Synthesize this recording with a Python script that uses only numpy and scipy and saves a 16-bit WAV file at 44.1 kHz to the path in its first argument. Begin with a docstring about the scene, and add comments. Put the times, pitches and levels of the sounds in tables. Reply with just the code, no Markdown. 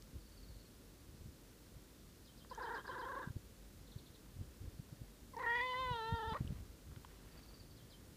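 """Light wind bumps the microphone over a steady hiss; a small bird sings far off and a hand rustles in fur.
A cat, stroked up close on open gravel, gives a rolled, raspy trill with its mouth shut: its vocal folds
lock into short tones and flap loosely in between. Then a long meow sputters into a clear, wavering
harmonic tone, coloured by the opening mouth, and breaks up again at the end.
Lips and grit add a few tiny ticks."""
import sys
import numpy as np
from scipy import signal
from scipy.fft import rfft, irfft
from scipy.io import wavfile
from scipy.ndimage import uniform_filter1d

SR = 44100
rng = np.random.default_rng(int(sys.argv[2]) if len(sys.argv) > 2 else 0)


def to_wav(sig):
    """Store sig (one row per channel, or 1-D mono) as 16-bit WAV at the path in sys.argv[1].

    Samples outside -1..1 are clipped; the rate is SR.
    """
    pcm = np.clip(np.atleast_2d(sig), -1, 1) * 32767
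    pcm = np.round(pcm).astype(np.int16)
    wavfile.write(sys.argv[1], SR, pcm.T)  # frames by channels


N = 360267
T = np.arange(N) / SR
LIPS_PART_S = 5  # the cat's mouth is shut before this time and open after it
MEOW_START_S, MEOW_END_S = 5.459, 6.337


def amp(db):
    """Decibels to gain."""
    return 10 ** (np.asarray(db) / 20)


def unit(x):
    """Scale to rms 1."""
    return x / np.sqrt(np.mean(x ** 2) + 1e-20)


def curves(table, span):
    """A table's columns as straight-line automation over a span of samples; the first column is time."""
    s, *columns = np.transpose(table)
    return [np.interp(T[span], s, column) for column in columns]


def add(out, s, x):
    """Mix x in at s seconds."""
    i = max(int(s * SR), 0)
    out[i:i + len(x)] += x[:N - i]


def drift(rate):
    """Smooth random modulation of rms 1, heading for a new value rate times a second."""
    hold = max(int(SR / rate), 1)
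    steps = np.repeat(rng.standard_normal(N // hold + 1), hold)
    return unit(uniform_filter1d(steps, hold)[:N])


def colour(x, points):
    """Equalise x along a curve of (Hz, dB) points, then scale to rms 1."""
    hz, db = np.transpose(points)
    f = np.maximum(np.fft.rfftfreq(N, 1 / SR), 1)
    gain = amp(np.interp(np.log(f), np.log(hz), db))
    return unit(irfft(rfft(x) * gain, N))


def resonate(x, hz, width):
    """A steep resonance: the same band-pass twice."""
    b, a = signal.iirpeak(hz, hz / width, fs=SR)
    return signal.lfilter(b, a, signal.lfilter(b, a, x))


def bell(f, hz, width):
    """Gain at frequency f of a resonance centred on hz."""
    return 1 / (1 + (2 * (f - hz) / width) ** 2)


def phase_of(hz):
    """Running phase of a moving pitch."""
    return 2 * np.pi * np.cumsum(hz) / SR


def hump(s, half_length):
    """A smooth rise and fall around time s, 1 at its top."""
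    return np.exp(-((T - s) / half_length) ** 2)


def swells(table, rest_db):
    """Gain of (time, half length, dB) swells over a resting level."""
    return np.sqrt(amp(rest_db) ** 2 + sum((amp(db) * hump(s, half)) ** 2 for s, half, db in table))


def repeats(first, length, spacing, slowing=1):
    """Each repeat of a run: its time and its place in the run, from -1/2 to 1/2."""
    count = int(round(length / spacing)) + 1
    if count < 2:
        return [(first, 0)]
    return [(first + length * u ** slowing, u - .5) for u in np.linspace(0, 1, count)]


def hiss(level_db=-68):
    """Still air and microphone hiss: an even bed of coloured noise."""
    # Each row: frequency in Hz, EQ gain in dB.
    hiss_eq = [(240, -57), (400, -6.5), (518, -2.5), (670, -10.5), (768, -11.5), (1070, -12), (1540, -12.5),
               (1690, -13.5), (2360, -17.5), (4130, -14), (15000, -22.5)]
    return amp(level_db) * colour(rng.standard_normal(N), hiss_eq)


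def wind(rumble_db=-60.5, flutter_db=4.5, turbulence_db=-17.5, small_eddies=60, small_hz=88, cycles=.7):
    """A steady rumble, a gusting breeze, and eddies that push and pull the diaphragm once or twice."""
    # Tone of the rumble, the breeze and the turbulence in an eddy. Each row: frequency in Hz, gain in dB.
    rumble_eq = [(20, -24), (30, -14.5), (40, -3), (48, 7), (65, -5), (130, -8.5), (200, -7.5), (320, -10),
                 (480, -18), (750, -33.5)]
    breeze_eq = [(20, -38), (45, 4), (75, 4), (150, -3.5), (250, -19.5), (450, -17), (900, -44),
                 (3000, -78)]
    turbulence_eq = [(60, -31), (220, 8), (400, -10), (700, -17), (2000, -57), (8000, -90)]
    # Gusts on the microphone. Each row: centre in seconds, half length in seconds, relative level in dB.
    gusts = [(.15, .025, -57), (.52, .06, -57), (1.2, 0.1, -57), (1.77, .025, -60), (3.86, 0.063, -56),
             (4.41, 0.077, -53.5), (4.65, 0.044, -54), (5.1, 0.051, -54.5), (5.88, .12, -53.5),
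             (6.135, .025, -41), (6.48, 0.17, -52.5), (6.91, 0.032, -59), (7.7, 0.54, -64)]
    # The strongest eddies. Each row: centre in seconds, frequency in Hz, envelope peak in dB.
    puffs = [(3.276, 140.5, -36.5), (3.307, 104.8, -37), (3.366, 95, -34.5), (3.965, 112, -38),
             (4.414, 85, -36), (4.645, 77.5, -39.5), (4.68, 84, -40.5), (4.798, 127, -37.5),
             (4.929, 123, -40.5), (5.018, 108, -40), (5.916, 114.8, -34), (6.127, 147, -30),
             (6.142, 80.4, -31.5), (6.282, 77, -36.5), (6.324, 144.4, -36), (6.411, 127, -28.5),
             (6.428, 100, -37), (6.506, 152, -31.5), (6.525, 124, -34.5), (6.973, 116, -41.5)]
    out = amp(rumble_db) * colour(rng.standard_normal(N), rumble_eq)
    breeze = swells(gusts, rest_db=-69)
    out += colour(rng.standard_normal(N), breeze_eq) * breeze * amp(flutter_db * drift(25) - 1)
    eddies = [(s, hz, amp(db)) for s, hz, db in puffs]
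    # small eddies come at random, 8.5 to 14.5 dB above the gust that carries them
    for when, octave, push in rng.random((small_eddies, 3)):
        gain = breeze[int(when * N)] * amp(8.5 + 6 * push)
        eddies.append((when * N / SR, small_hz * 2 ** (octave - .5), gain))
    t = np.arange(-SR // 20, SR // 20) / SR
    pressure = np.zeros(N)
    for (s, hz, gain), turn in zip(eddies, rng.random(len(eddies))):
        swell = gain / np.cosh(2 * t * hz / cycles)
        add(out, s + t[0], swell * np.cos(2 * np.pi * (hz * t + turn)))
        add(pressure, s + t[0], swell)
    return out + amp(turbulence_db) * pressure * colour(rng.standard_normal(N), turbulence_eq)


def ticks(decay_s=.0013):
    """Tiny contacts of lips and grit, each a damped crack of noise through one resonance."""
    # Each row: start in seconds, centre in Hz, bandwidth in Hz, peak in dB.
    contacts = [(.023, 4570, 4000, -46), (2.448, 1350, 900, -51), (2.549, 5900, 2200, -47),
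                (5.367, 5400, 1800, -50.5), (6.476, 3170, 1200, -46.5), (6.915, 1270, 600, -56),
                (6.962, 1690, 1300, -49), (7.048, 950, 890, -45)]
    out, t = np.zeros(N), T[:SR // 20]
    for s, hz, width, db in contacts:
        crack = resonate(rng.standard_normal(len(t)) * np.exp(-t / decay_s), hz, width)
        add(out, s, amp(db) * crack / np.abs(crack).max())
    return out


def bird(chip_s=.019, detune=.013, chip_edge_db=-4, swoop_edge_db=-2.5, echo_db=-1, echo_s=.036):
    """Distant runs of whistled chips and swoops, scattered by the ground and bushes."""
    # Runs of falling chips. Each row: start, length and rough spacing in seconds, slowing exponent,
    # pitch in Hz, relative level in dB, fall within a chip in Hz.
    chip_runs = [(0.211, .449, .056, 1, 4410, -68, 750), (3.877, .275, .068, 1.3, 3840, -64, 1700),
                 (5.503, .219, .055, 1, 4640, -64, 800), (6.161, .137, .137, 1, 4700, -63, 798.5),
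                 (7.324, 0.39, .06, 1, 4600, -67.5, 800)]
    # Pitch line of one swoop. Each row: seconds into the note, pitch in Hz.
    swoop_shape = [(0, 3900), (.009, 5300), (.015, 4200), (.026, 3850), (.035, 3200), (.046, 3080),
                   (.068, 3400)]
    # Runs of swoops. Each row: start, length and spacing in seconds, relative level and swell in dB.
    swoop_runs = [(2.249, .738, .123, -60, 6.5), (7.759, .14, .14, -62, 4)]
    out = np.zeros(N)
    u = np.linspace(-.5, .5, int(chip_s * SR))
    for first, length, spacing, slowing, hz, db, fall in chip_runs:
        for s, place in repeats(first, length, spacing, slowing):
            pitch = hz * (1 + detune * rng.standard_normal()) - fall * u
            chip = np.cos(np.pi * u) * np.sin(phase_of(pitch))
            taper_db = chip_edge_db * (2 * place) ** 2  # a run is softer at its ends
            add(out, s - chip_s / 2, amp(db + 2 + taper_db) * chip)
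    at, swoop_hz = np.transpose(swoop_shape)
    contour = np.interp(np.arange(int(at[-1] * SR)) / SR, at, swoop_hz)
    tilt = amp(6 * np.log2(contour / contour.mean()))  # a swoop is loudest at its high hook
    swoop = tilt * signal.windows.tukey(len(contour), .15) * np.sin(phase_of(contour))
    for first, length, spacing, db, swell_db in swoop_runs:
        for s, place in repeats(first, length, spacing):
            taper_db = swoop_edge_db * (2 * place) ** 2
            add(out, s, amp(db - 6 + swell_db * place + taper_db) * swoop)
    out *= amp(2 * drift(120))  # many paths make the notes flicker
    tail = rng.standard_normal(SR // 4) * np.exp(-T[:SR // 4] / echo_s)
    return out + amp(echo_db) * signal.fftconvolve(out, tail / np.linalg.norm(tail))[:N]


def fur(grains_per_s=2200, spread_db=2, uneven_db=2):
    """Hairs slip under the fingers in a dense, uneven crackle."""
    # Tone of the rustle. 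Each row: frequency in Hz, EQ gain in dB.
    fur_eq = [(300, 6), (700, 1), (1800, -1.5), (2800, -6), (5000, -13), (9000, -22), (15000, -17)]
    # Strokes of the hand. Each row: centre in seconds, half length in seconds, level in dB.
    strokes = [(.43, 0.18, -78.5), (1.6, 0.32, -79), (4.5, 1.4, -76.5), (6.45, 0.21, -65.5),
               (7.28, 0.39, -68), (8.15, 0.38, -72.5)]
    grains = (rng.random(N) < grains_per_s / SR) * rng.standard_normal(N)
    grains *= amp(spread_db * np.minimum(rng.exponential(size=N), 4))
    return colour(grains, fur_eq) * swells(strokes, rest_db=-82) * amp(uneven_db * drift(20))


def trill(bursts_per_s=29.5, arch=.13, jitter=.016, shut_hz=1630, open_hz=1870):
    """The folds lock into short tones whose pitch arches with the pressure. Returns sound and gate."""
    # Rolls of the larynx; the shortest are a single burst. Each row: start, roll length and burst length
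    # in seconds, pitch and glide within a burst in Hz, then in dB: second harmonic's level,
    # swell over the roll, second formant's relative level, its rise over the roll.
    rolls = [(2.512, 0.00061, .017, 546, -120, -49, 0, -21, 0),
             (2.577, 0.16, 0.016, 475, -15, -45.5, 2, -8, 9), (2.785, 0, 0.0084, 527, 159, -49, 0, -9, 0),
             (2.89, 0.0053, .018, 516, 74, -46.5, 0, -14, -2),
             (2.957, 0.24, .021, 514, 7, -47, 1.8, -11, -3), (5.336, 0, 0.017, 520, -110, -53, 0, -14, 0),
             (5.365, 0.07, .022, 480, -9, -45, 1, -7, 16), (6.35, 0.0052, 0.016, 575, 206, -44, 0, -22, 0)]
    out, voiced = np.zeros(N), np.zeros(N)
    waver = 1 + jitter * drift(400)
    orders = np.arange(1, 9)[:, None]
    for first, roll_s, length, hz, glide, db, swell_db, second_db, rise_db in rolls:
        u = np.linspace(-.5, .5, int((length + .005) * SR))  # 2.5 ms extra at each end for the fades
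        gate = signal.windows.tukey(len(u), .45)
        for s, place in repeats(first, roll_s, 1 / bursts_per_s):
            start = s - .0025
            detune, bend, push = np.clip(rng.standard_normal(3), -2, 2)  # no two bursts are alike
            arched_hz = hz * (1 + .039 * detune) * (1 - arch * (2 * u) ** 2)
            pitch = (arched_hz + (glide + 35 * bend) * u) * waver[int(s * SR):][:len(u)]
            harmonics = np.sin(orders * phase_of(pitch))
            # the third and fourth harmonics slide through the second formant
            formant = bell(orders[2:] * pitch, shut_hz if s < LIPS_PART_S else open_hz, width=650) ** 2
            formant /= np.sqrt(np.mean(np.sum(formant ** 2, axis=0)))
            upper_gains = amp(second_db + rise_db * place) * formant + amp(-39)
            tone = amp(-7) * harmonics[0] + harmonics[1] + np.sum(upper_gains * harmonics[2:], axis=0)
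            add(out, start, np.sqrt(2) * amp(db + swell_db * place + .9 * push) * gate * tone)
            add(voiced, start, gate)
    return out, np.minimum(voiced, 1)


def flapping(attack_s=.0065, release_s=.012):
    """Envelope of the folds' loose flapping: bouts of rasp, and a trace wherever the meow catches."""
    # Each row: start and end in seconds, relative level in dB, swell over the bout in dB.
    bouts = [(2.513, 2.563, -61, -3), (2.587, 2.793, -49, 1.5), (2.795, 2.808, -54, -4),
             (2.849, 2.857, -53.5, 1), (2.881, 3.244, -50, 2), (3.25, 3.288, -59.5, -5),
             (5.384, 5.458, -47.5, 5), (6.34, 6.363, -43.5, 1.5)]
    in_meow = (T > MEOW_START_S) & (T < MEOW_END_S)
    gain = amp(-68) * roughness() ** 1.7 * in_meow
    for start, end, db, swell_db in bouts:
        edges = np.exp(np.minimum(T - start, 0) / attack_s - np.maximum(T - end, 0) / release_s)
        place = np.interp(T, [start, end], [-.5, .5])
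        gain = np.maximum(gain, edges * amp(db + swell_db * place))
    return gain


def rasp(voiced, slaps_per_s=420, shut_db=2, duck_db=-14):
    """The folds slap unevenly and ring the throat, ducking while they are locked in a burst of tone."""
    # Throat resonances, mouth shut and lips parted. Each row: centre in Hz, width in Hz, gain in dB.
    shut_throat = [(354, 186, -2), (1040, 360, -0.5), (1398, 140, 1), (1582, 193, 4), (3130, 150, -28),
                   (3690, 400, -18.5)]
    open_throat = [(444, 380, -4.5), (1014, 310, 3), (1370, 170, -2.5), (1860, 300, -4), (3170, 450, -20),
                   (3840, 450, -18)]
    timing, force = rng.standard_normal((4000, 2)).T
    gaps_s = np.exp(.3 * timing) / slaps_per_s
    at = (np.cumsum(gaps_s) * SR).astype(int)
    slaps = np.bincount(at, amp(1.5 * force), N)[:N]
    source = unit(slaps - slaps.mean()) + .2 * rng.standard_normal(N)
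    shut, parted = (unit(sum(amp(db) * resonate(source, hz, width) for hz, width, db in throat))
                    for throat in (shut_throat, open_throat))
    # through the nose, the closed mouth is a side branch that swallows the band above the second formant
    shut = colour(shut, [(1850, 0), (2300, -14), (2900, 0)])
    envelope = flapping() * amp(duck_db * voiced)
    return envelope * np.where(T < LIPS_PART_S, amp(shut_db) * shut, parted)


def roughness(calm=.205):
    """Unsteadiness of the folds through the held meow, from 0 to 1."""
    # Catches in the voice. Each row: centre in seconds, half length in seconds, added roughness.
    catches = [(5.465, .04, .38), (5.582, .045, .58), (5.745, .014, .4), (5.95, .016, .3), (6.23, .05, .33),
               (6.335, .02, .5)]
    return calm + sum(extra * hump(s, half) for s, half, extra in catches)


def meow(fundamental_db=-52, shimmer_db=.68, quaver_at_s=6.252, quaver_hz=27.3):
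    """A held harmonic tone; the second formant rings as the mouth opens and fades as it closes."""
    # One arch and a low tail. Each row: time in seconds, pitch in Hz.
    melody = [(5.465, 465), (5.549, 472.6), (5.563, 492), (5.593, 476), (5.639, 510), (5.75, 500.7),
              (5.808, 521.5), (5.915, 491.6), (5.97, 459), (6.017, 442.5), (6.145, 462), (6.24, 437),
              (6.29, 455), (6.335, 437.5)]
    # Formant balance. Each row: time in seconds, first formant (harmonic 2) in dB, then in dB relative
    # to it: nasal resonance (harmonic 3), second formant (harmonic 4), upper formants (5 to 14).
    balance = [(5.465, -42, -7.5, 4.5, -19.5), (5.587, -43.5, -12, 5, -6), (5.639, -43.5, -28, 1, -10.5),
               (5.723, -43, -27, -9.5, -10.5), (5.749, -44.5, -14, 2, -13), (5.793, -42, -19, -16, -9),
               (5.875, -41.5, -13, -8, -15), (5.941, -42.5, -12.5, -21, -11), (5.993, -46.5, -5, -8, -9),
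               (6.261, -46, -7.5, -9.5, -15), (6.335, -44.5, -9, -16, -10.5)]
    # The upper formants follow the jaw. Each row: time in seconds, third and fourth formant in Hz.
    jaw = [(5.47, 2630, 3200), (5.56, 2260, 3220), (5.7, 3070, 3760), (5.9, 2820, 3740), (5.97, 3130, 3867),
           (6.04, 2900, 4050), (6.14, 3140, 3630), (6.32, 3263, 3710)]
    span = slice(int(MEOW_START_S * SR), int(MEOW_END_S * SR))
    hz, = curves(melody, span)
    db, nasal_db, second_db, upper_db = curves(balance, span)
    third_hz, fourth_hz = curves(jaw, span)
    rough = roughness()[span]
    # as the meow tires, the roll creeps back as a quaver in its pitch
    quaver = .02 * hump(quaver_at_s, .08) * np.cos(2 * np.pi * quaver_hz * (T - quaver_at_s))
    wander = .006 * rough * drift(60)[span]
    hz = hz * (1 + quaver[span] + wander)
    # cycle-to-cycle jitter smears the high harmonics most
    jitter = .0033 * drift(90)[span] + .023 * rough * drift(480)[span]
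    phase = phase_of(hz * (1 + jitter))
    flutter = 1 + .16 * rough * drift(480)[span]
    upper_hz = np.arange(5, 15)[:, None] * hz
    upper = bell(upper_hz, third_hz, width=540) + amp(-1) * bell(upper_hz, fourth_hz, width=480)
    upper += amp(-31)  # a little leaks past both formants
    upper *= amp(upper_db) / np.sqrt(np.sum(upper ** 2, axis=0))
    # the fundamental keeps its own level while the formants move
    gains = [amp(fundamental_db - db), 1, amp(nasal_db), amp(second_db), *upper]
    tone = 0
    for order, gain in enumerate(gains, 1):
        shimmer = amp(shimmer_db * np.sqrt(order) * drift(70)[span])
        tone += gain * shimmer * np.sin(order * phase)
    out = np.zeros(N)
    out[span] = np.sqrt(2) * amp(db) * flutter * tone * signal.windows.tukey(len(tone), .01)
    return out


def scene():
    """A mono mix: the cat in front, everything else faint around it."""
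    rolled, voiced = trill()
    air = hiss()
    cat = rolled + rasp(voiced) + meow()
    return (cat + bird() + wind() + ticks() + fur() + air)[None]


def record(dry):
    """A steep low-pass cuts the treble above 15.4 kHz."""
    return signal.sosfilt(signal.ellip(12, .1, 70, 15400, fs=SR, output="sos"), dry)


dry = scene()
out = record(dry)
to_wav(out)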